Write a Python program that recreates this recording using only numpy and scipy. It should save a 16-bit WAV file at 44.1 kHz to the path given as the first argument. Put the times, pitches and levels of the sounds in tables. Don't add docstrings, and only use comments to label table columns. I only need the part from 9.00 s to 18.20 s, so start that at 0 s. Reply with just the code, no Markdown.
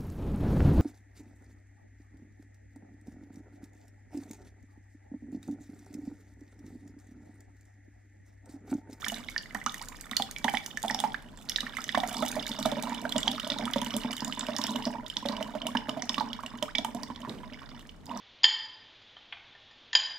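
import sys
import numpy as np
from scipy import signal
from scipy.fft import rfft, irfft, next_fast_len
from scipy.io import wavfile

SR = 44100
rng = np.random.default_rng(int(sys.argv[2]) if len(sys.argv) > 2 else 0)


def pcm_store(signal):
    levels = np.round(np.clip(np.atleast_2d(signal), -1, 1) * 32767)
    wavfile.write(sys.argv[1], SR, levels.astype(np.int16).T)


N = 405719

# time in seconds, relative fizz and gurgle levels in dB.
STREAM = [(0.0, -42.5, -67), (0.28, -53.5, -65), (0.87, -52, -75), (1.84, -54, -56), (2.02, -53.5, -49),
          (2.2, -58, -60), (2.48, -56, -59), (2.69, -47.5, -65), (2.94, -50, -65), (3.12, -45, -44),
          (3.43, -45, -52.5), (3.89, -49, -47.5), (4.33, -46, -47), (5.3, -49, -50), (5.69, -45.5, -39.5),
          (6.02, -53, -44), (6.48, -51.5, -45), (8.33, -55.5, -55), (8.8, -53, -61.5), (9.02, -67.5, -78),
          (9.08, -49, -46), (9.2, -51, -41)]
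# start in seconds, relative peak in dB, pitch in Hz, relative crack level in dB.
SMALL_BUBBLES = [(0.046, -28.5, 3500, -57), (0.083, -31, 3500, -14.5), (0.1429, -29.5, 3800, -58),
                 (0.285, -34, 3680, -54), (0.3795, -21.5, 4650, -60), (0.5472, -47, 3550, -27.5),
                 (0.6625, -21.5, 6240, -57), (0.695, -30, 3660, -65), (0.743, -42, 3420, -21),
                 (0.8154, -32.5, 4860, -34), (1.1125, -28, 3600, -24.5), (1.1674, -14.5, 4400, -9.5),
                 (1.197, -39, 3070, -50), (1.222, -20, 3630, -22), (1.3629, -33.5, 3320, -52),
                 (1.4439, -21.5, 3500, -20), (1.482, -30, 3050, -51), (1.493, -29, 3100, -49),
                 (1.5374, -46, 3470, -27), (1.551, -27, 3070, -35), (1.5712, -24, 3450, -43),
                 (1.662, -26, 5850, -17.5), (1.712, -38, 3030, -55), (1.773, -29.5, 6000, -27),
                 (1.8292, -32.5, 3530, -17.5), (1.8815, -26.5, 3420, -24), (1.91, -22.5, 5360, -47),
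                 (1.946, -20, 5430, -24), (1.99, -26, 3400, -32), (2.002, -25, 3560, -15.5),
                 (2.121, -37.5, 3500, -56), (2.144, -37.5, 3630, -65), (2.374, -40, 7500, -43),
                 (2.413, -51, 3350, -40), (2.489, -28, 4200, -43), (2.4961, -19.5, 5340, -16.5),
                 (2.519, -29, 3430, -50), (2.5607, -14, 3690, -30), (2.606, -22.5, 3760, -23),
                 (2.74, -58, 3500, -55), (2.7686, -37, 3000, -24), (2.818, -56, 3550, -28),
                 (2.8414, -26, 5840, -24), (2.8913, -23, 3360, -57), (2.924, -33, 3500, -45),
                 (2.95, -24.5, 3470, -54), (2.9758, -32, 3470, -31), (2.9815, -33, 3520, -27),
                 (3.0022, -26, 3620, -49), (3.075, -38, 4900, -23), (3.087, -31, 8000, -27),
                 (3.1285, -43, 8300, -22), (3.1684, -25, 5190, -28), (3.2225, -36, 3500, -30),
                 (3.253, -39, 3150, -23), (3.3996, -31.5, 3140, -54), (3.427, -32, 4940, -50),
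                 (3.466, -28, 3700, -23), (3.5164, -27.5, 3550, -49), (3.5365, -35, 3500, -36),
                 (3.59, -29, 5760, -29), (3.599, -38, 7500, -25), (3.6276, -27, 3700, -24),
                 (3.6585, -24, 3700, -21), (3.7165, -27.5, 3580, -26), (3.8249, -42, 3580, -16.5),
                 (3.836, -31, 3800, -30), (3.895, -33, 7100, -35), (3.9473, -32, 3050, -33),
                 (4.093, -33, 4000, -26), (4.1233, -22.5, 3340, -48), (4.1626, -23, 3400, -54),
                 (4.1812, -18.5, 7400, -25), (4.231, -24, 3380, -25), (4.261, -39, 3530, -50),
                 (4.279, -13.5, 3280, -56), (4.3152, -26, 3530, -23), (4.3982, -25.5, 2940, -22.5),
                 (4.4458, -29, 3500, -38), (4.5014, -18.5, 3720, -60), (4.5194, -24.5, 3500, -57),
                 (4.586, -27.5, 3680, -26.5), (4.6545, -26, 3400, -21.5), (4.7361, -20, 3430, -70),
                 (4.7832, -27.5, 3560, -54), (4.816, -28, 3070, -21), (4.8467, -37, 2900, -22.5),
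                 (4.8632, -27, 2900, -53), (4.906, -29, 2930, -38), (4.9396, -26, 3340, -56),
                 (4.9656, -40, 3050, -14.5), (5.035, -30, 2900, -59), (5.1094, -29.5, 5000, -40),
                 (5.1294, -28.5, 2990, -28), (5.167, -32.5, 3770, -22), (5.2056, -26.5, 5070, -34),
                 (5.247, -23.5, 7300, -24), (5.2793, -36, 5200, -26), (5.3247, -24.5, 2900, -60),
                 (5.3939, -21.5, 7260, -53), (5.4093, -25, 3460, -56), (5.467, -29, 2790, -31),
                 (5.565, -20.5, 5250, -24), (5.585, -27, 6600, -24), (5.6156, -25, 3760, -24),
                 (5.639, -20, 5160, -25), (5.6676, -27.5, 3260, -23.5), (5.76, -26.5, 2900, -25),
                 (5.824, -31, 2930, -57), (5.8534, -22, 5060, -59), (6.064, -32, 3600, -76),
                 (6.1, -28.5, 3110, -30), (6.1684, -17.5, 3550, -33), (6.2594, -29, 3580, -34),
                 (6.287, -21, 4020, -30), (6.322, -34, 4800, -52), (6.367, -29, 2920, -38),
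                 (6.427, -27, 2900, -30), (6.6177, -28.5, 2920, -63), (6.668, -24, 2880, -18),
                 (6.7707, -20.5, 2950, -73), (6.8934, -24, 2970, -28), (7.022, -24, 5830, -54),
                 (7.0937, -21, 3550, -30), (7.0935, -17.5, 5280, -60), (7.144, -22, 2870, -31),
                 (7.182, -24.5, 3840, -54), (7.199, -26.5, 4040, -47), (7.288, -42, 5200, -53),
                 (7.3311, -27, 3170, -80), (7.4374, -49, 3080, -42), (7.4624, -29.5, 2800, -31.5),
                 (7.6262, -21, 3000, -18.5), (7.7533, -19, 3330, -65), (7.7835, -19, 3570, -26),
                 (7.847, -28, 2930, -19), (7.948, -54, 3530, -27.5), (8.0331, -25.5, 5180, -28),
                 (8.1603, -36.5, 3520, -82), (8.218, -40.5, 2930, -72), (8.295, -30.5, 3780, -39),
                 (8.534, -37.5, 2960, -68), (8.6913, -41, 4330, -75), (8.7935, -43, 2850, -41),
                 (8.8929, -37.5, 2970, -80), (9.0573, -51, 3680, -34.5), (9.174, -34.5, 5700, -36)]
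# start in seconds, relative peak in dB, pitch in Hz, climb as share of pitch per decay time.
MEDIUM_BUBBLES = [(0.0287, -40, 1200, 0.15), (0.044, -33.5, 2080, 0.0038), (0.065, -34.5, 1730, 0.037),
                  (0.2867, -37.5, 2130, 0.048), (0.3624, -27.5, 1735, 0.0017), (0.458, -45, 1870, .04),
                  (0.508, -46, 1970, 0.035), (0.5492, -32.5, 1740, .06), (0.55, -40.5, 817, 0.63),
                  (0.615, -41, 1830, 0.085), (0.6626, -24.5, 1103, 0.14), (0.7426, -40, 1800, 0.076),
                  (0.81, -44, 796, 0.51), (0.892, -53, 950, 0.14), (0.918, -50, 1020, 0),
                  (0.922, -48.5, 1820, 0.28), (1.066, -51, 1240, 0), (1.1328, -36, 1900, 0.0098),
                  (1.3628, -36.5, 2120, 0.093), (1.443, -33, 1850, 0.064), (1.481, -26.5, 1550, 0.33),
                  (1.5457, -30, 1840, 0.055), (1.571, -31, 1994, 0.14), (1.7727, -31, 1750, .0),
                  (1.8991, -28.5, 1910, 0.016), (2.1442, -29, 1540, 0.14), (2.545, -54, 2000, 0.12),
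                  (2.585, -32, 1750, 0), (2.6665, -35.5, 1830, 0), (2.7687, -33, 1860, 0.11),
                  (2.8917, -31, 1900, 0.025), (2.95, -29.5, 1650, 0.14), (3.0367, -34, 1940, 0.0027),
                  (3.2258, -32, 1230, .05), (3.6533, -32.5, 1230, 0), (4.053, -30.5, 1505, 0.043),
                  (4.381, -35.5, 1245, 0.022), (4.6783, -32.5, 1254, 0.003), (6.7539, -31, 1580, 0.065),
                  (6.8912, -35.5, 1204, 0.034), (7.022, -37.5, 1930, 0), (7.39, -39, 950, 0.29),
                  (7.514, -48.5, 900, 0.44), (7.681, -42, 1054, 0.45), (7.7507, -29.5, 2190, 0.024),
                  (8.434, -43.5, 970, 0.023), (8.543, -47.5, 1930, 0.13)]
# start in seconds, relative peak in dB, pitch in Hz, relative tray thump in dB.
LARGE_BUBBLES = [(0.063, -36.5, 1300, -65), (0.121, -32, 704, -43.5), (0.547, -37, 720, -41.5),
                 (0.663, -24, 1104, -41.5), (1.115, -34, 1185, -42), (1.199, -23.5, 800, -38),
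                 (1.446, -21, 838, -30), (1.484, -25.5, 780, -52), (1.539, -22.5, 800, -35),
                 (1.838, -26, 795, -44), (1.848, -22.5, 694, -40), (1.906, -27.5, 830, -39),
                 (1.947, -25, 730, -53), (2.001, -35.5, 874, -50), (2.039, -17.5, 820, -37),
                 (2.631, -36.5, 1120, -40), (2.785, -31.5, 1210, -44.5), (2.947, -19.5, 1020, -36),
                 (2.975, -15, 746, -33.5), (3.034, -23, 744, -54), (3.117, -34, 744, -57),
                 (3.225, -20, 612, -31.5), (3.366, -23.5, 602, -39), (3.588, -29, 600, -40),
                 (3.656, -18, 630, -28.5), (3.721, -21.5, 590, -35), (3.769, -25, 526, -36),
                 (3.835, -31.5, 840, -59), (3.871, -30.5, 944, -59), (3.922, -29.5, 910, -59),
                 (4.052, -25.5, 604, -40), (4.158, -20.5, 600, -28), (4.275, -23.5, 814, -58),
                 (4.468, -29.5, 617, -44), (4.499, -32, 607, -52), (4.594, -31.5, 604, -63),
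                 (4.625, -31, 696, -59), (4.76, -17.5, 550, -27.5), (4.818, -31.5, 985, -35),
                 (4.94, -28, 544, -32), (4.963, -40, 880, -30.5), (5.047, -32.5, 856, -29.5),
                 (5.221, -31.5, 910, -33), (5.374, -33.5, 1045, -44), (5.486, -25, 577, -32.5),
                 (5.588, -31.5, 974, -34.5), (5.758, -31, 950, -32.5), (5.867, -25.5, 555, -29.5),
                 (6.255, -21.5, 545, -33), (6.295, -27.5, 563, -32), (6.328, -30, 925, -53),
                 (6.409, -24, 607, -37), (6.551, -25, 598, -37.5), (6.666, -29.5, 690, -44),
                 (6.751, -22, 905, -29.5), (6.885, -30, 605, -33.5), (6.971, -28.5, 637, -37),
                 (7.095, -33, 970, -41.5), (7.18, -23, 1114, -33.5), (7.208, -22, 930, -53),
                 (7.435, -32.5, 1060, -48), (7.625, -22.5, 580, -34.5), (7.786, -28, 643, -34.5),
                 (7.848, -25, 950, -53), (7.947, -33, 680, -33), (8.101, -34.5, 995, -37.5),
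                 (8.249, -32, 1023, -50), (8.618, -41.5, 1150, -57), (9.113, -32, 1015, -56)]
# time in seconds, pitch in Hz.
AIR_COLUMN_HZ = [(0, 807), (3, 757), (4, 898), (6, 918), (9.2, 942)]

# centre in Hz, width in Hz, gain in dB.
GLASS_AIR_MODES = [(1910, 117, 14.5), (2900, 88, 16.5), (3550, 213, 14), (5190, 550, 13.5),
                   (7260, 2200, -6)]
GLASS_WALL_MODES = [(2300, 12, 7), (778.6, 14, 2), (983, 44, -7), (4530, 25, 3)]
FILM_MODES = [(6970, 3200, 2), (15000, 2000, -6.5)]
TRAY_MODES = [(244.5, 26, 6), (204, 26, 2), (280.5, 11.2, -0.5), (140.3, 13.5, -1.5), (437.4, 7.9, -2),
              (598, 41, -4.5)]
TRAY_FEET_MODES = [(245, 135, 0)]
PITCHER_MODES = [(308, 184, 16.5), (153, 86, 16)]
TREBLE_SPREAD_BAND = [(12500, 9000, -3)]

# frequency in Hz, relative gain in dB.
FIZZ_SPECTRUM_DB = [(400, 28), (1200, 14), (2600, 9.5), (3400, 5), (5500, -15), (8000, -51), (15000, 2)]
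GLASS_MOUTH_DB = [(540, -7.5), (580, -1), (2200, 3.5), (2600, 1.5), (2850, 1.5), (2950, 7), (9000, 3.5)]
LEFT_MINUS_RIGHT_DB = [(100, 3), (400, -5.5), (700, -8), (3000, -8.5), (15000, -4.5)]
REVERB_DB = [(200, -11), (1000, -10.5), (4000, -11), (8000, -6), (14000, -7)]
ROOM_TONE_SPECTRUM_DB = [(15, -35), (30, 11), (65, -17.5), (82, 1), (100, -8), (125, -4), (250, -5.5),
                         (340, -12.5), (1000, -20.5), (2500, -32), (5000, -36), (9000, -40), (16000, -59)]
# frequency in Hz, T60 in seconds.
ROOM_T60_S = [(200, .3), (1000, .35), (4000, .3), (12000, .25)]
# frequency in Hz, left-right correlation.
ROOM_TONE_CORRELATION = [(30, 0.22), (300, 0.64), (3000, 0.11), (15000, 0.11)]


def small_bubbles():
    start_s, db, hz, crack_db = np.transpose(SMALL_BUBBLES)
    jitter = rng.standard_normal((len(start_s), 2))
    cycles = 5 * np.minimum(1, (4200 / hz) ** 0.1) * amp(2 * jitter[:, 0])
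    chirps = bubbles(start_s, db - 3.5, hz, cycles, 0.024 * jitter[:, 1], attack_s=67e-6, samples=600)
    t = np.arange(500) / SR
    noise = rng.standard_normal((len(start_s), len(t))) * (1 - np.exp(-t / 0.001))
    cracks = place(start_s, amp(crack_db[:, None] + 3.5 - 60 * t / 0.0049) * noise)
    splash = place(start_s, amp(db[:, None] - 12 - 60 * t / 0.017) * noise)
    return chirps + filtered(cracks, modes(FILM_MODES)) + filtered(splash, modes(GLASS_AIR_MODES))


def large_bubbles():
    start_s, db, hz, thump_db = np.transpose(LARGE_BUBBLES)
    jitter = rng.standard_normal((len(start_s), 3))
    cycles, climb = 6.54 * amp(2 * jitter[:, 0]), 0.039 + 0.046 * jitter[:, 1]
    glugs = bubbles(start_s, db, hz, cycles, climb, attack_s=59e-6, samples=2000, rough=0.07)
    column_hz = at_time(AIR_COLUMN_HZ, start_s)[0] * amp(0.28 * jitter[:, 2])
    column = bubbles(start_s, db - 12, column_hz, cycles=7, climb=0, attack_s=0.00048, samples=2600)
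    return glugs + column, slug_pushes(start_s, thump_db + 19.5)


def medium_bubbles():
    start_s, db, hz, climb = np.transpose(MEDIUM_BUBBLES)
    cycles = (5.2 + 9 * climb) * amp(1.5 * rng.standard_normal(len(start_s)))
    return bubbles(start_s, db + 4.5, hz, cycles, climb, attack_s=0.00025, samples=1400, rough=0.044)


def bubbles(start_s, peak_db, hz, cycles, climb, attack_s, samples, rough=0):
    t = np.arange(samples) / SR
    decays = t * (hz / cycles)[:, None]
    turns = hz[:, None] * t * (1 + np.reshape(climb, (-1, 1)) * np.minimum(decays, 3) / 2)
    if rough:
        turns += rough * np.sqrt(hz[:, None] / SR) * np.cumsum(rng.standard_normal(decays.shape), 1)
    ring = np.sin(2 * np.pi * turns) * np.exp(-decays) * (1 - np.exp(-t / attack_s))
    return place(start_s, amp(peak_db)[:, None] * ring / np.abs(ring).max(1, keepdims=True))


def slug_pushes(start_s, db):
    return place(start_s, amp(db)[:, None] * np.hanning(50))


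def tray(pushes):
    return filtered(pushes, lambda hz: modes(TRAY_MODES)(hz) * (0.45 + modes(TRAY_FEET_MODES)(hz)))


def gurgle():
    start_s, size_db, jitter = swarm(LARGE_BUBBLES, count=900, spread_db=4.5)
    fizz_db, gurgle_db = at_time(STREAM, start_s)
    hz = np.where(jitter[:, 1] > -.3, at_time(AIR_COLUMN_HZ, start_s)[0], 610) * amp(0.72 * jitter[:, 0])
    db = gurgle_db + size_db - 2.5
    sound = bubbles(start_s, db, hz, cycles=5, climb=0.052, attack_s=0.0015, samples=1400)
    return sound, slug_pushes(start_s, 0.47 * gurgle_db + 0.53 * fizz_db + size_db + 16)


def droplets():
    swing, pivot_db = 1.45, -47
    start_s, size_db, jitter = swarm(SMALL_BUBBLES, count=1300, spread_db=3.5)
    fizz_db = at_time(STREAM, start_s)[0]
    hz = np.clip(3600 * amp(2.53 * jitter[:, 0]), 1200, 14000)
    cycles = 2.6 * amp(3 * jitter[:, 1])
    tick_db = swing * (fizz_db - pivot_db) + pivot_db + size_db - 10.5
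    ticks = bubbles(start_s, tick_db, hz, cycles, climb=0, attack_s=0.0041, samples=300)
    splash = bursts(start_s, fizz_db + size_db - 12.5, attack_s=.001, t60_s=.014, samples=400)
    return filtered(ticks + splash, modes(GLASS_AIR_MODES))


def foam():
    fade_db_per_s = 2
    level_db = lambda t: at_time(STREAM, t)[0] - fade_db_per_s * t
    start_s, size_db, _ = swarm(SMALL_BUBBLES, count=1400, spread_db=9)
    crackle = bursts(start_s, level_db(start_s) + size_db + 2, attack_s=.0015, t60_s=.009, samples=300)
    hiss = amp(level_db(np.arange(N) / SR) - 17) * rng.standard_normal(N)
    return filtered(crackle + hiss, modes(FILM_MODES))


def dribbles():
    start_s, size_db, jitter = swarm(LARGE_BUBBLES, count=1800, spread_db=3.5)
    db = at_time(STREAM, start_s)[0] + size_db - 3
    hz = 1500 * amp(2.66 * jitter[:, 0])
    cycles, climb = 2.8 * amp(2 * jitter[:, 1]), .06 * amp(4 * jitter[:, 1])
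    return bubbles(start_s, db, hz, cycles, climb, attack_s=0.001, samples=700, rough=.1)


def fizz():
    start_s, db = np.transpose(SMALL_BUBBLES)[:2]
    t, t60_s = np.arange(N) / SR, 0.057
    noise = unit_rms(filtered(rng.standard_normal(N), lambda hz: amp(at_hz(FIZZ_SPECTRUM_DB, hz))))
    steady = amp(at_time(STREAM, t)[0] - 10)
    tails = place(start_s, amp(0.59 * db[:, None] - 35.5 - 60 * t[:6000] / t60_s))
    return noise * (steady + tails)


def slosh():
    start_s, level_db, rise_s, t60_s = 8.27, -37, 0.012, 0.62
    t = np.maximum(np.arange(N) / SR - start_s, 0)
    noise = unit_rms(filtered(rng.standard_normal(N), modes(PITCHER_MODES)))
    return noise * amp(level_db - 60 * t / t60_s) * (1 - np.exp(-(t / rise_s) ** 2))


def direct_path(x):
    lag_s = 2.9e-5
    left = lambda hz: amp(at_hz(LEFT_MINUS_RIGHT_DB, hz) / 2) * np.exp(-1j * np.pi * hz * lag_s)
    return filtered(np.array([x, x]), lambda hz: np.array([left(hz), 1 / left(hz)]))


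def treble_spread(x):
    out, turn = np.zeros((2, N)), np.arange(N) // (SR // 7) % 3
    t, t60_s = np.arange(400) / SR, .008
    treble = filtered(x, modes(TREBLE_SPREAD_BAND))
    for k in range(3):
        echo = rng.standard_normal((2, len(t))) * amp(-60 * t / t60_s)
        echo /= np.linalg.norm(echo[0])
        out += signal.oaconvolve((treble * (turn == k))[None], echo, axes=1)[:, :N]
    return out * amp([[-3], [3]])


def room(x):
    out, turn = np.zeros((2, N)), np.arange(N) // (SR // 5) % 4
    for k in range(4):
        hz, t, spectra = signal.stft(rng.standard_normal((2, SR // 2)), SR, nperseg=256)
        tail = signal.istft(spectra * amp(-60 * t / at_hz(ROOM_T60_S, hz)[:, None]), SR, nperseg=256)[1]
        delayed = np.pad(x * (turn == k), (130, 0))[None]
        out += signal.fftconvolve(delayed, tail / np.linalg.norm(tail[0]), axes=1)[:, :N]
    return filtered(out, lambda hz: amp(at_hz(REVERB_DB, hz)))


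def room_tone(level_db=-51.5):
    def response(hz):
        angle = np.arccos(at_hz(ROOM_TONE_CORRELATION, hz)) / 2
        return amp(at_hz(ROOM_TONE_SPECTRUM_DB, hz)) * [np.cos(angle), np.sin(angle)]
    mid, side = filtered(rng.standard_normal((2, N)), response)
    return amp(level_db) * unit_rms(np.array([mid + side, mid - side]))


def swarm(drops, count, spread_db):
    draws = rng.random((count, 4))
    drop_s = np.transpose(drops)[0]
    trailing_s = drop_s[(draws[:, 0] * len(drop_s)).astype(int)] - .08 * np.log(draws[:, 2] + 0.0011)
    start_s = np.where(draws[:, 3] < .5, np.minimum(trailing_s, N / SR), draws[:, 0] * N / SR)
    return start_s, -spread_db * np.log(draws[:, 1] + .03), rng.standard_normal((count, 2))


def bursts(start_s, db, attack_s, t60_s, samples):
    t = np.arange(samples) / SR
    envelope = amp(db[:, None] - 60 * t / t60_s) * (1 - np.exp(-t / attack_s))
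    return place(start_s, envelope * rng.standard_normal(envelope.shape))


def place(start_s, shapes):
    index = np.round(start_s * SR).astype(int)[:, None] + np.arange(shapes.shape[1])
    return np.bincount(index.ravel(), shapes.ravel(), N + SR)[:N]


def filtered(x, response):
    size = 2 * next_fast_len((N + SR // 2) // 2)
    return irfft(rfft(x, size) * response(np.fft.rfftfreq(size, 1 / SR)), size)[..., :N]


def modes(table):
    return lambda hz: sum((-1) ** k * amp(db) * 1j * hz * width / (centre**2 - hz**2 + 1j * hz * width)
                          for k, (centre, width, db) in enumerate(table))


def minimum_phase(points):
    def response(hz):
        cepstrum = irfft(np.log(amp(at_hz(points, hz))))
        cepstrum[1:len(hz) - 1] *= 2
        cepstrum[len(hz):] = 0
        return np.exp(rfft(cepstrum))
    return response


def at_hz(points, hz):
    knots_hz, values = np.transpose(points)
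    return np.interp(np.log(hz + 1), np.log(knots_hz + 1), values)


def at_time(rows, time_s):
    knots_s, *columns = np.transpose(rows)
    return [np.interp(time_s, knots_s, column) for column in columns]


def amp(db):
    return 10 ** (np.asarray(db) / 20)


def unit_rms(x):
    return x / np.sqrt(np.mean(x ** 2) + 1e-20)


def scene():
    glugs, glug_pushes = large_bubbles()
    gurgles, gurgle_pushes = gurgle()
    liquid = small_bubbles() + medium_bubbles() + droplets() + foam() + dribbles() + fizz()
    mouth = filtered(liquid + glugs + gurgles, minimum_phase(GLASS_MOUTH_DB))
    wall = filtered(mouth, modes(GLASS_WALL_MODES))
    pour = mouth + wall + tray(glug_pushes + gurgle_pushes) + slosh()
    return direct_path(pour) + room(pour) + treble_spread(pour) + room_tone()


def record(dry):
    cutoff_hz = 15850
    return filtered(dry, lambda hz: 1 / (1 + (hz / cutoff_hz) ** 80))


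dry = scene()
out = record(dry)
pcm_store(out)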